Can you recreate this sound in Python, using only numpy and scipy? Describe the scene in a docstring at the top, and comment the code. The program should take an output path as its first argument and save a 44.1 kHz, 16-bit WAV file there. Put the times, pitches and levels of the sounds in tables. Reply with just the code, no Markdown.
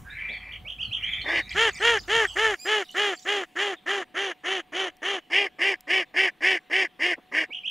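"""Dawn in flooded woods, with a thin hum all the way through. At first, over a low drone, far ducks
rasp, small birds whistle among the trunks and one bird trills in rising chirps. After a second a hen
duck close by starts a long, fast run of quacks: membranes in her throat pulse, and her throat and bill
shape the buzz. The drone stops, the whistles thin out and she grows hoarse. A few dry ticks pass;
at the end come two soft splashes and the trill again."""
import sys
import numpy as np
from scipy import signal
from scipy.fft import rfft, irfft
from scipy.io import wavfile
from scipy.ndimage import uniform_filter1d

SR = 44100
rng = np.random.default_rng(int(sys.argv[2]) if len(sys.argv) > 2 else 0)


def wrap_up_sound(samples):
    """Save the sound to the file named by the first command line argument, as 16-bit audio."""
    columns = np.atleast_2d(samples).T
    # keep every value between -1 and 1, then stretch to whole-number steps
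    tamed = np.clip(columns, -1, 1)
    steps = np.round(tamed * 32767).astype(np.int16)
    wavfile.write(sys.argv[1], SR, steps)


N = 339570


def amp(db):
    """Turns decibels into a gain."""
    return 10 ** (np.asarray(db) / 20)


def evened(x):
    """Scales x to an average power of 1."""
    return x / np.sqrt(np.mean(x ** 2) + 1e-20)


def at_pitch(points, hz):
    """Reads a curve at the given frequencies."""
    f, value = np.transpose(points)
    return np.interp(np.log(hz + 1), np.log(f + 1), value)


def at_time(points, s):
    """Reads a curve at the given times."""
    return np.interp(s, *np.transpose(points))


def add(mix, start_s, sound):
    """Adds a sound to the mix at start_s."""
    part = mix[round(start_s * SR):][:len(sound)]
    part += sound[:len(part)]


def arch(progress, top):
    """How far progress lies before and after the top, each from 0 to 1."""
    top = np.clip(top, .05, .95)
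    return np.maximum(1 - progress / top, 0), np.maximum((progress - top) / (1 - top), 0)


def resonate(x, hz, width_hz):
    """A resonance: shifts hz down to zero, smooths, and shifts back."""
    turn = np.exp(2j * np.pi * hz * np.arange(len(x)) / SR)
    decay = np.exp(-np.pi * width_hz / SR)
    return 2 * (turn * signal.lfilter([1 - decay], [1, -decay], x / turn)).real


def colour(x, spectrum, lo_hz, hi_hz, steep=20):
    """Shapes x with one band of a spectrum, at power 1."""
    hz = np.fft.rfftfreq(len(x), 1 / SR) + 1
    band = 1 / np.sqrt((1 + (lo_hz / hz) ** steep) * (1 + (hz / hi_hz) ** steep))
    return evened(irfft(rfft(x) * amp(at_pitch(spectrum, hz)) * band, len(x)))


def noise(spectrum, patchy_db):
    """Stereo noise with drifting louder and softer patches."""
    # how alike left and right are: pitch_hz, likeness (1 = the same)
    likeness = [(30, 1), (125, 0.96), (500, 0.44), (2000, 0.96), (8000, 0.91), (14000, 0.34)]
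    hz = np.fft.rfftfreq(2048, 1 / SR)
    a, b, c, d, patches = rng.standard_normal((N // 512 + 5, 1025, 5)).T
    patches = evened(uniform_filter1d(uniform_filter1d(patches, size=16, axis=0), size=6, axis=1))
    same = np.clip(at_pitch(likeness, hz), -1, 1)[:, None]
    left = a + 1j * b
    right = same * left + np.sqrt(1 - same ** 2) * (c + 1j * d)
    frames = np.array([left, right]) * amp(at_pitch(spectrum, hz)[:, None] + patchy_db * patches)
    return evened(signal.istft(frames, nperseg=2048, noverlap=1536)[1][:, :N])


def still_air():
    """A soft, even wash of noise."""
    # colour of the air: pitch_hz, level_db
    spectrum = [(12, -93), (20, -3), (74, -11), (191, -1.5), (324, -2), (393, -6.5), (1160, -11),
                (1380, -16), (1720, -9), (2920, -9), (4070, -16.5), (6720, -47), (15500, -31)]
    return amp(-60.5) * noise(spectrum, patchy_db=2)


def drone(t, end_s=2.56):
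    """Two low, wobbling tones and a rumble that stop short."""
    # the tones: pitch_hz, level_db
    pitches = [(49, -53), (81, -64.5)]
    # colour of the rumble: pitch_hz, level_db
    spectrum = [(20, -11), (40, -50), (62, -0.5), (100, 5), (125, -2.5), (200, -3.5), (300, -17.5),
                (600, -17), (1300, -14.5), (2500, -38)]
    wobble = .22 * np.sin(2 * np.pi * 2.21 * t)
    tones = sum(amp(db) * np.sqrt(2) * np.sin(2 * np.pi * (hz * t + wobble)) for hz, db in pitches)
    rumble = amp(-51) * noise(spectrum, patchy_db=4.5)
    return (tones + rumble) * np.clip((end_s - t) / .023, 0, 1)


def hiss(t):
    """High noise that dips, swells and fades."""
    # loudness of the hiss: time_s, level_db
    levels = [(0, -62), (.3, -78), (.7, -74), (2.5, -61), (3.3, -66), (3.9, -76)]
    return amp(at_time(levels, t)) * noise([(2000, -15), (5000, 14.5), (15000, 12)], patchy_db=3.5)


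def hum(t):
    """Two thin tones; a narrow band of noise around each makes it waver."""
    # the tones: pitch_hz, level_db
    tones = [(737, -64.5), (1325, -88)]
    out = np.zeros(N)
    for hz, db in tones:
        waver = evened(resonate(rng.standard_normal(N), hz, width_hz=14))
        out += amp(db) * (np.sin(2 * np.pi * hz * t) + .4 * waver)
    return out


def woods(x, ring_s, spread):
    """Echoes off the trunks: many small copies, partly different left and right."""
    size = SR // 2
    taps = np.zeros((2, size))
    delays = np.arange(200, size - 20, 20) + rng.integers(0, 20, (2, (size - 201) // 20))
    np.put_along_axis(taps, delays, rng.choice([-1., 1.], delays.shape), 1)
    fade = amp(-60 * np.arange(size) / SR / ring_s)
    echoes = (taps[0] + spread * taps[1] * np.array([[1], [-1]])) * fade
    return signal.fftconvolve(x[None], echoes / np.linalg.norm(echoes[0]), axes=1)[:, :N]


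def ticks():
    """Dry ticks: bright noise that dies almost at once."""
    # each tick: start_s, level_db
    hits = [(2.9149, -35), (2.9756, -32), (4.969, -43), (5.8077, -29)]
    out, t = np.zeros(N), np.arange(400) / SR
    for start_s, db in hits:
        bright = signal.lfilter([1, 0, -1], [1, -.3], rng.standard_normal(len(t))) / 3
        add(out, start_s, amp(db - 60 * t / .0057) * bright)
    return out


def splashes():
    """Soft splashes: short, dull puffs of noise."""
    # each splash: start_s, length_s, level_db
    plops = [(7.165, 0.042, -47), (7.48, 0.042, -50.5)]
    out = np.zeros(N)
    for start_s, length_s, db in plops:
        white = rng.standard_normal(round(length_s * SR))
        puff = colour(white, [(100, 22), (4000, -12)], lo_hz=256, hi_hz=1290, steep=16)
        add(out, start_s, amp(db) * puff * np.hanning(len(puff)))
    return out


def whistle(hz, level_db, taper, fuzz, overtones=None):
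    """A bird's tone; taper softens its ends and fuzz makes its level flutter."""
    # a nearly pure tone: pitch_multiple, level_db
    nearly_pure = [(1, 0), (2, -32), (3, -40)]
    turns = np.cumsum(hz) / SR
    tone = sum(amp(db) * np.sin(2 * np.pi * k * turns) * (k * hz < SR / 2.2)
               for k, db in overtones or nearly_pure)
    drift = uniform_filter1d(uniform_filter1d(rng.standard_normal(len(hz)), size=90), size=90)
    flutter = evened(1 + fuzz * evened(drift))
    return np.sqrt(2) * amp(level_db) * tone * flutter * signal.windows.tukey(len(hz), taper)


def glides(rows, taper, fuzz, fade_db):
    """One sliding whistle for each row; a bend over 1 makes the slide come late."""
    out = np.zeros(N)
    for start_s, length_s, start_hz, end_hz, db, bend in rows:
        progress = np.arange(0, 1, 1 / (length_s * SR))
        hz = start_hz + (end_hz - start_hz) * progress ** bend
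        add(out, start_s, whistle(hz, db - fade_db * (progress - .5), taper, fuzz))
    return out


def squeals():
    """Far squeals and whistles, blurred by the trees."""
    # each call: start_s, length_s, start_hz, end_hz, level_db, bend
    calls = [ (.03, 0.24, 1400, 1817, -47.5, 0.41), (.09, 0.071, 3530, 4100, -53, 1.05),
             (.18, 0.044, 3120, 2960, -53, 1), (.28, 0.046, 3100, 4430, -46, 1.55),
             (.315, 0.097, 4470, 4350, -56.5, 0.64), (.4, 0.26, 4460, 4440, -72, 1.3),
             (.328, 0.039, 4450, 3000, -48, 0.34), (.36, 0.07, 3570, 3010, -51.5, 0.9),
             (.285, 0.049, 483, 660, -52.5, 0.85), (.64, 0.044, 466, 720, -55, 0.94),
             (.81, 0.16, 5030, 3700, -58, 0.61), (1.21, 0.03, 4350, 4060, -46, 1.1),
             (1.28, 0.032, 4300, 4500, -47.5, 0.19), (1.36, 0.069, 4450, 4410, -50, .2),
             (1.493, 0.008, 5950, 3500, -40, 0.53), (1.524, 0.021, 3900, 5870, -46, 2),
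             (1.985, 0.025, 5500, 4160, -42, 1.15), (2.26, 0.11, 3670, 2785, -44, 0.45),
             (2.27, 0.044, 8260, 7350, -50, 1.4), (2.84, 0.069, 3800, 3686, -57, 0.84),
             (2.885, 0.053, 2950, 6150, -48, 4.9), (3.13, 0.06, 7520, 7240, -59, 1.1),
             (3.19, 0.021, 7300, 4140, -55, 0.82), (3.222, 0.018, 7360, 4270, -54, 1.5),
             (3.17, 0.033, 4640, 3080, -56, 3.7), (3.76, 0.042, 3700, 2640, -58.5, 2.2),
             (5.2, 0.12, 3000, 2800, -68, 2), (5.49, 0.18, 3100, 3400, -74, 0.37),
             (6.07, 0.032, 3570, 3560, -68, 1)]
    return glides(calls, taper=.5, fuzz=.9, fade_db=12)


def twitter():
    """Tiny, steep chirps scattered at random, high in the trees."""
    # the loudest a chirp can be: time_s, level_db
    levels = [(1.4, -92), (1.5, -56), (1.75, -46.5), (2.05, -57), (2.3, -53), (2.6, -61), (3.0, -56),
              (3.3, -56)]
    out, progress = np.zeros(N), np.linspace(0, 1, 600)
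    for when, pitch, slide, softness in rng.random((420, 4)):
        start_s = 1.4 + 1.9 * when
        hz = (2800 + 5200 * pitch) * (1 + .5 * (slide - .5) * progress)
        add(out, start_s, whistle(hz, at_time(levels, start_s) - 6 * softness, taper=.8, fuzz=1))
    return out


def squeak(length_s=.112, top_hz=2470):
    """One rich squeak whose pitch rises, holds and falls."""
    # its overtones: pitch_multiple, level_db
    overtones = [(1, -4), (2, 3), (3, 1), (4, -11), (5, -19), (6, -13)]
    before, after = arch(np.arange(0, 1, 1 / (length_s * SR)), top=.6)
    hz = top_hz * (1 - .15 * (before + after) ** 4)
    return whistle(hz, level_db=-51, taper=.5, fuzz=.3, overtones=overtones)


def trill(chirp_start_hz=2532, gap_s=.0018):
    """A bird sings in groups: a swelling lead-in, then quick rising chirps."""
    # each group: start_s, lead_s, lead_start_hz, lead_bend, lead_db, chirp_count, top_hz, chirp_db
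    groups = [(.512, 0.018, 2540, 1.04, -45, 2, 3520, -37.5), (0.644, .05, 2200, 2.3, -40.5, 2, 3650, -32),
              (0.781, 0.043, 2334, 1.17, -35, 2, 3440, -27.5),
              (.908, .034, 2410, 1.5, -32.5, 2, 3610, -26.5), (1.02, .032, 2650, 1.3, -30.5, 0, 3283, -28),
              (1.504, 0.017, 3080, 1.1, -42.5, 1, 3380, -41),
              (7.501, .041, 2230, 2.94, -38.5, 3, 3590, -31.5), (7.631, .041, 2370, 2, -34.5, 2, 3590, -26)]
    leads, chirps = [], []
    for start_s, lead_s, lead_hz, bend, lead_db, count, top_hz, chirp_db in groups:
        leads.append((start_s, lead_s, lead_hz, top_hz, lead_db, bend))
        for k in range(round(count)):  # each chirp comes sooner, and tires: shorter, lower, softer
            chirp_s = start_s + lead_s + gap_s + k * (.023 - .0015 * k)
            length_s = .01394 - .0007 * k
            chirps.append((chirp_s, length_s, chirp_start_hz, top_hz - 151 * k, chirp_db - 2.5 * k, .957))
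    return glides(leads, taper=.4, fuzz=.1, fade_db=-18) + glides(chirps, taper=.7, fuzz=.1, fade_db=0)


def warble(start_s, length_s=.44, dip_width_s=.009):
    """The trill runs out in a climbing, fading whistle with short, loud dips in pitch."""
    # each dip: time_s, depth_hz, swell_db
    dip_rows = [(1.063, 180, 11.5), (1.082, 150, 3), (1.137, 302, 15), (1.176, 91.5, 1), (1.213, 505, 13.5),
                (1.292, 195, 11)]
    dip_s, depth_hz, swell_db = np.transpose(dip_rows)
    t = np.arange(0, length_s, 1 / SR)
    dips = np.exp(-((t[:, None] + start_s - dip_s) / dip_width_s) ** 2)
    hz = 3370 + 466 * t / length_s - dips @ depth_hz
    level_db = -38.5 - 11 * t / length_s + dips @ swell_db
    return whistle(hz, level_db, taper=.12, fuzz=.6)


def birds(squeak_s=2.578, warble_s=1.05):
    """All the small birds together."""
    out = trill() + squeals()
    add(out, squeak_s, squeak())
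    add(out, warble_s, warble(warble_s))
    return out + twitter()


def rasp(turns, clear_share, burst, uneven_db):
    """A duck's membranes pulse unevenly, each with a puff of air. Gives the mix, and the puffs alone."""
    chance = np.clip(rng.standard_normal(int(turns[-1]) + 2), -1.4, 1.4)
    strength = amp(uneven_db * chance)[(turns + .5).astype(int)]
    pulses = sum(np.cos(2 * np.pi * k * (turns + k / 40)) for k in range(3, 13))  # k / 40 smears them
    puffs = (.88 + np.exp(-(turns % 1) / burst)) * rng.standard_normal(len(turns))
    buzz = np.sqrt(clear_share) * evened(pulses) + np.sqrt(1 - clear_share) * evened(puffs)
    return strength * buzz, strength * puffs


def far_ducks(pulse_hz=215, rise_db=20.5, fall_db=4.5):
    """Distance leaves only two throat resonances of each duck's rasp."""
    # each call: start_s, length_s, top_place (0-1), level_db
    calls = [(0.081, 0.31, 0.44, -33), (0.362, 0.23, 0.28, -41.5), (0.964, 0.28, 0.37, -33.5),
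             (1.426, .12, 0.8, -36.5), (1.705, 0.089, 1, -37)]
    # throat resonances: pitch_hz, width_hz, level_db
    resonances = [(2076, 224, 20.5), (2258, 260, 22)]
    out = np.zeros(N)
    for start_s, length_s, top, top_db in calls:
        t = np.arange(0, length_s, 1 / SR)
        before, after = arch(t / length_s, top)
        buzz, _ = rasp(t * pulse_hz, clear_share=.1, burst=.38, uneven_db=3)
        throat = sum(amp(db) * resonate(resonate(buzz, hz, width), hz, width)
                     for hz, width, db in resonances)
        level = amp(top_db - rise_db * before - fall_db * after)
        add(out, start_s, level * evened(throat) * signal.windows.tukey(len(t), .1))
    return out


def envelope(t, from_top, attack_s, attack_db, release_s, release_db, droop_db):
    """A level in dB that rises, droops away from the top of the quack, then falls."""
    rise = np.maximum(1 - t / attack_s, 0)
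    fall = np.maximum(1 - (t[-1] - t) / release_s, 0)
    return -attack_db * rise ** 1.58 - release_db * fall ** 1.4 - droop_db * from_top


def hen_voice(start_s, turns, tone_db):
    """The membranes give clear low tones with breath. Gives that voice, the buzz and the puffs."""
    # low tones (the half steps come from strong-weak pulses): pitch_multiple, level_db
    low_tones = [(1, 1), (1.5, -16), (2, -3.5), (2.5, -24), (3, -14)]
    # breath noise as she grows hoarse: time_s, level_db
    hoarseness = [(1.3, 4), (1.6, -14.5), (2.5, -12.5), (3.3, -7.5), (5.1, -3.5), (5.4, -3.5), (7.1, -5),
                  (7.4, 3.5)]
    # colour of the breath: pitch_hz, level_db
    breath_colour = [(200, -18), (330, 0.5), (650, 0), (1000, -2.5), (1250, -0.5), (1420, -30)]
    # how much of the buzz is clean pulses: time_s, share (0-1)
    clearness = [(1.3, .08), (1.6, .4), (2.5, .35), (3.3, .2), (5.1, .17), (5.4, .22), (7.1, .17),
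                 (7.4, .08)]
    tones = sum(amp(db + tone_db) * np.sqrt(2) * np.cos(2 * np.pi * k * turns) for k, db in low_tones)
    buzz, puffs = rasp(turns, at_time(clearness, start_s), burst=.67, uneven_db=2.5)
    breath = colour(puffs, breath_colour, lo_hz=198, hi_hz=1490, steep=12)
    return tones + amp(at_time(hoarseness, start_s)) * breath, buzz, puffs


def throat_bill_nose(start_s, aside, buzz, puffs):
    """Throat, bill and nose each shape a band of the rasp; the colour changes as her head turns."""
    # throat and bill, head aside or facing us: pitch_hz, level_db
    aside_mouth = [(1350, 3), (1530, -2.5), (1750, 7.5), (2150, -3), (2590, -11), (2950, -2), (3250, -4),
                   (3700, -18), (4250, -22.5)]
    facing_mouth = [(1300, -53), (1470, -7.5), (1750, 7), (2050, 6.5), (2380, -3), (2600, -11.5),
                    (2800, -5), (3200, -11.5), (3600, -26.5), (4150, -38)]
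    # nasal treble, aside, later aside (narrower bands) or facing us: pitch_hz, level_db
    aside_nose = [(3600, 4), (4200, -6.5), (4800, -7.5), (5300, -6), (5800, -5), (6330, -1.5), (7290, -2.5),
                  (7900, -20), (8600, -12.5), (9800, -16.5), (12500, -28), (15500, -41)]
    late_nose = [(3600, -27), (4500, -10), (5200, -8.5), (5800, -1.5), (6500, 1.5), (7300, -9.5),
                 (8500, -22), (9900, -10), (11000, -24), (12500, -33), (15500, -45)]
    facing_nose = [(3600, -11), (4250, -16.5), (4600, -4.5), (5340, -4), (6050, -15.5), (6500, -12),
                   (7350, -19.5), (7900, -19), (10300, -23.5), (12500, -35.5), (15500, -42)]
    mouth, nose = facing_mouth, facing_nose
    if aside:
        mouth, nose = aside_mouth, (late_nose if start_s > 4.1 else aside_nose)
    return (colour(buzz, mouth, lo_hz=1350, hi_hz=2450),
            colour(buzz, mouth, lo_hz=2460, hi_hz=4250),
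            colour(puffs, nose, lo_hz=4250, hi_hz=18000))


def quack(start_s, length_s, top_hz, top, voice_db, throat_db, throat_fade_db, swell_db,
          bill_db, bill_fade_db):
    """One quack: a voice that arches in pitch, with rasp from throat, bill and nose."""
    # level shapes of voice, throat and bill: attack_s, attack_db, release_s, release_db, droop_db
    aside_shapes = [(0.025, 4.5, 0.025, 26, 5), (0.018, 17.5, 0.031, 14, 6), (0.039, 14, 0.044, 4.5, 22)]
    facing_shapes = [(.045, 5.8, 0.034, 24, 2.35), (.045, 23.2, 0.035, 15, 1), (.045, 22, .05, 18, 24)]
    aside = 1.5 < start_s < 5.25  # her head is turned away
    t = np.arange(0, length_s, 1 / SR)
    progress = t / length_s
    before, after = arch(progress, top)
    rise, fall = before ** 2.2, after ** 4.056
    from_top = rise + fall
    rise_share, fall_share, sag_share = (.3, .18, .13) if aside else (.33, .261, .085)
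    hz = top_hz * (1 - rise_share * rise - fall_share * fall - sag_share * after ** 1.6)
    waver = evened(uniform_filter1d(rng.standard_normal(len(t)), size=250))
    turns = np.cumsum(hz * (1 + .008 * waver)) / SR
    tone_db = -(8 if aside else 10.5) * from_top  # the tones sink into the breath at both ends
    voice, buzz, puffs = hen_voice(start_s, turns, tone_db)
    throat, bill, nose = throat_bill_nose(start_s, aside, buzz, puffs)

    fade = np.clip(progress, .2, .75) - .5
    swell = np.exp(-((progress - .5) / .088) ** 2)
    flare_db = 9.5 * np.exp(-((length_s - .021 - t) / .0043) ** 2)  # just before the bill shuts
    voice_shape, throat_shape, bill_shape = aside_shapes if aside else facing_shapes
    voice_db += envelope(t, from_top, *voice_shape)
    throat_db += envelope(t, from_top, *throat_shape) - throat_fade_db * fade + swell_db * swell + flare_db
    bill_db += envelope(t, from_top, *bill_shape) - bill_fade_db * fade
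    nose_db = (voice_db + throat_db + bill_db) / 3 - (13 if aside else 12)  # follows the whole effort
    sound = amp(voice_db) * voice + amp(throat_db) * throat + amp(bill_db) * bill + amp(nose_db) * nose
    return sound * signal.windows.tukey(len(t), .05)


def hen():
    """The hen's long, fast run of quacks."""
    # each quack: start_s, length_s, top_hz, top_place (0-1), voice_db, throat_db, throat_fade_db,
    # throat_swell_db, bill_db, bill_fade_db
    quacks = [ (1.239, 0.19, 339.2, 0.56, -41.5, -27.5, 5, 1.5, -35.5, -38),
              (1.545, 0.17, 459, .5, -29.5, -25, 6.5, 3, -23.5, 8),
              (1.797, 0.2, 474.5, 0.43, -28, -25, 6.5, 4.5, -24.5, 9.5),
              (2.076, .2, 459, 0.45, -28.5, -25, -0.5, 1, -26, 20),
              (2.353, .21, 445.6, 0.39, -29.5, -26.5, 7, 4, -28.5, 13),
              (2.647, 0.2, 432.5, 0.39, -31, -30.5, 10.5, 5.5, -28, 9.5),
              (2.941, 0.22, 416, 0.37, -32, -30.5, 11.5, 3.5, -28, 8),
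              (3.248, 0.21, 415.3, 0.32, -33.5, -33, 14.5, 1, -30.5, 11),
              (3.552, 0.21, 411, .44, -34.5, -32.5, 18, 0.5, -31.5, 17),
              (3.857, 0.19, 406, 0.4, -34.5, -32, 19, 2.5, -33, 17),
              (4.14, 0.2, 398.8, 0.41, -36.5, -33.5, 12.5, -1, -31.5, 6.5),
              (4.433, 0.19, 389, 0.49, -36, -34.5, 12.5, 3.5, -29.5, 8),
              (4.719, 0.19, 386.2, 0.48, -36, -36.5, 7, 6.5, -30, 13),
              (5.017, 0.19, 398.6, 0.49, -36.5, -35.5, 16, 3, -29.5, 13),
              (5.298, .193, 404, .58, -35.5, -32, 15.5, -3, -22, 25),
              (5.583, 0.18, 395.7, 0.53, -35.5, -29, 15.5, 1.5, -24, 18),
              (5.869, 0.18, 381, 0.49, -36, -30, 15, 0, -23, 9),
              (6.139, 0.17, 387.2, 0.44, -35, -25, 12, -3, -23.5, 5),
              (6.405, 0.19, 384.2, 0.47, -35.5, -26, 18, 0, -24, 8),
              (6.697, 0.18, 385.2, 0.49, -35.5, -27, 13, 3, -24.5, 12),
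              (6.989, 0.17, 360.2, .55, -36, -27, 10.5, -2, -25.5, 15),
              (7.313, 0.15, 324, 0.61, -41, -28.5, 10, 7.5, -29, 5)]
    out = np.zeros(N)
    for start_s, *settings in quacks:
        add(out, start_s, quack(start_s, *settings))
    return out


def scene():
    """The hen in the middle without echo, birds a little to the right; birds and far ducks echo."""
    t = np.arange(N) / SR
    song, quacks, far = birds(), hen(), far_ducks()
    far_echo = amp(-12) * woods(far, ring_s=.15, spread=.1)
    small_sounds = ticks() + splashes()
    song_echo = amp(-4.5) * woods(song, ring_s=.22, spread=.5)
    background = drone(t) + hiss(t) + hum(t) + still_air()
    return background + small_sounds + song * amp([[-1.6], [1.6]]) + song_echo + far + far_echo + quacks


def record(dry):
    """Cuts the very highest treble, above 15720 Hz."""
    low_pass = signal.firwin(1023, 15720, window=("kaiser", 9), fs=SR)
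    return signal.oaconvolve(dry, low_pass[None], "same")


dry = scene()
out = record(dry)
wrap_up_sound(out)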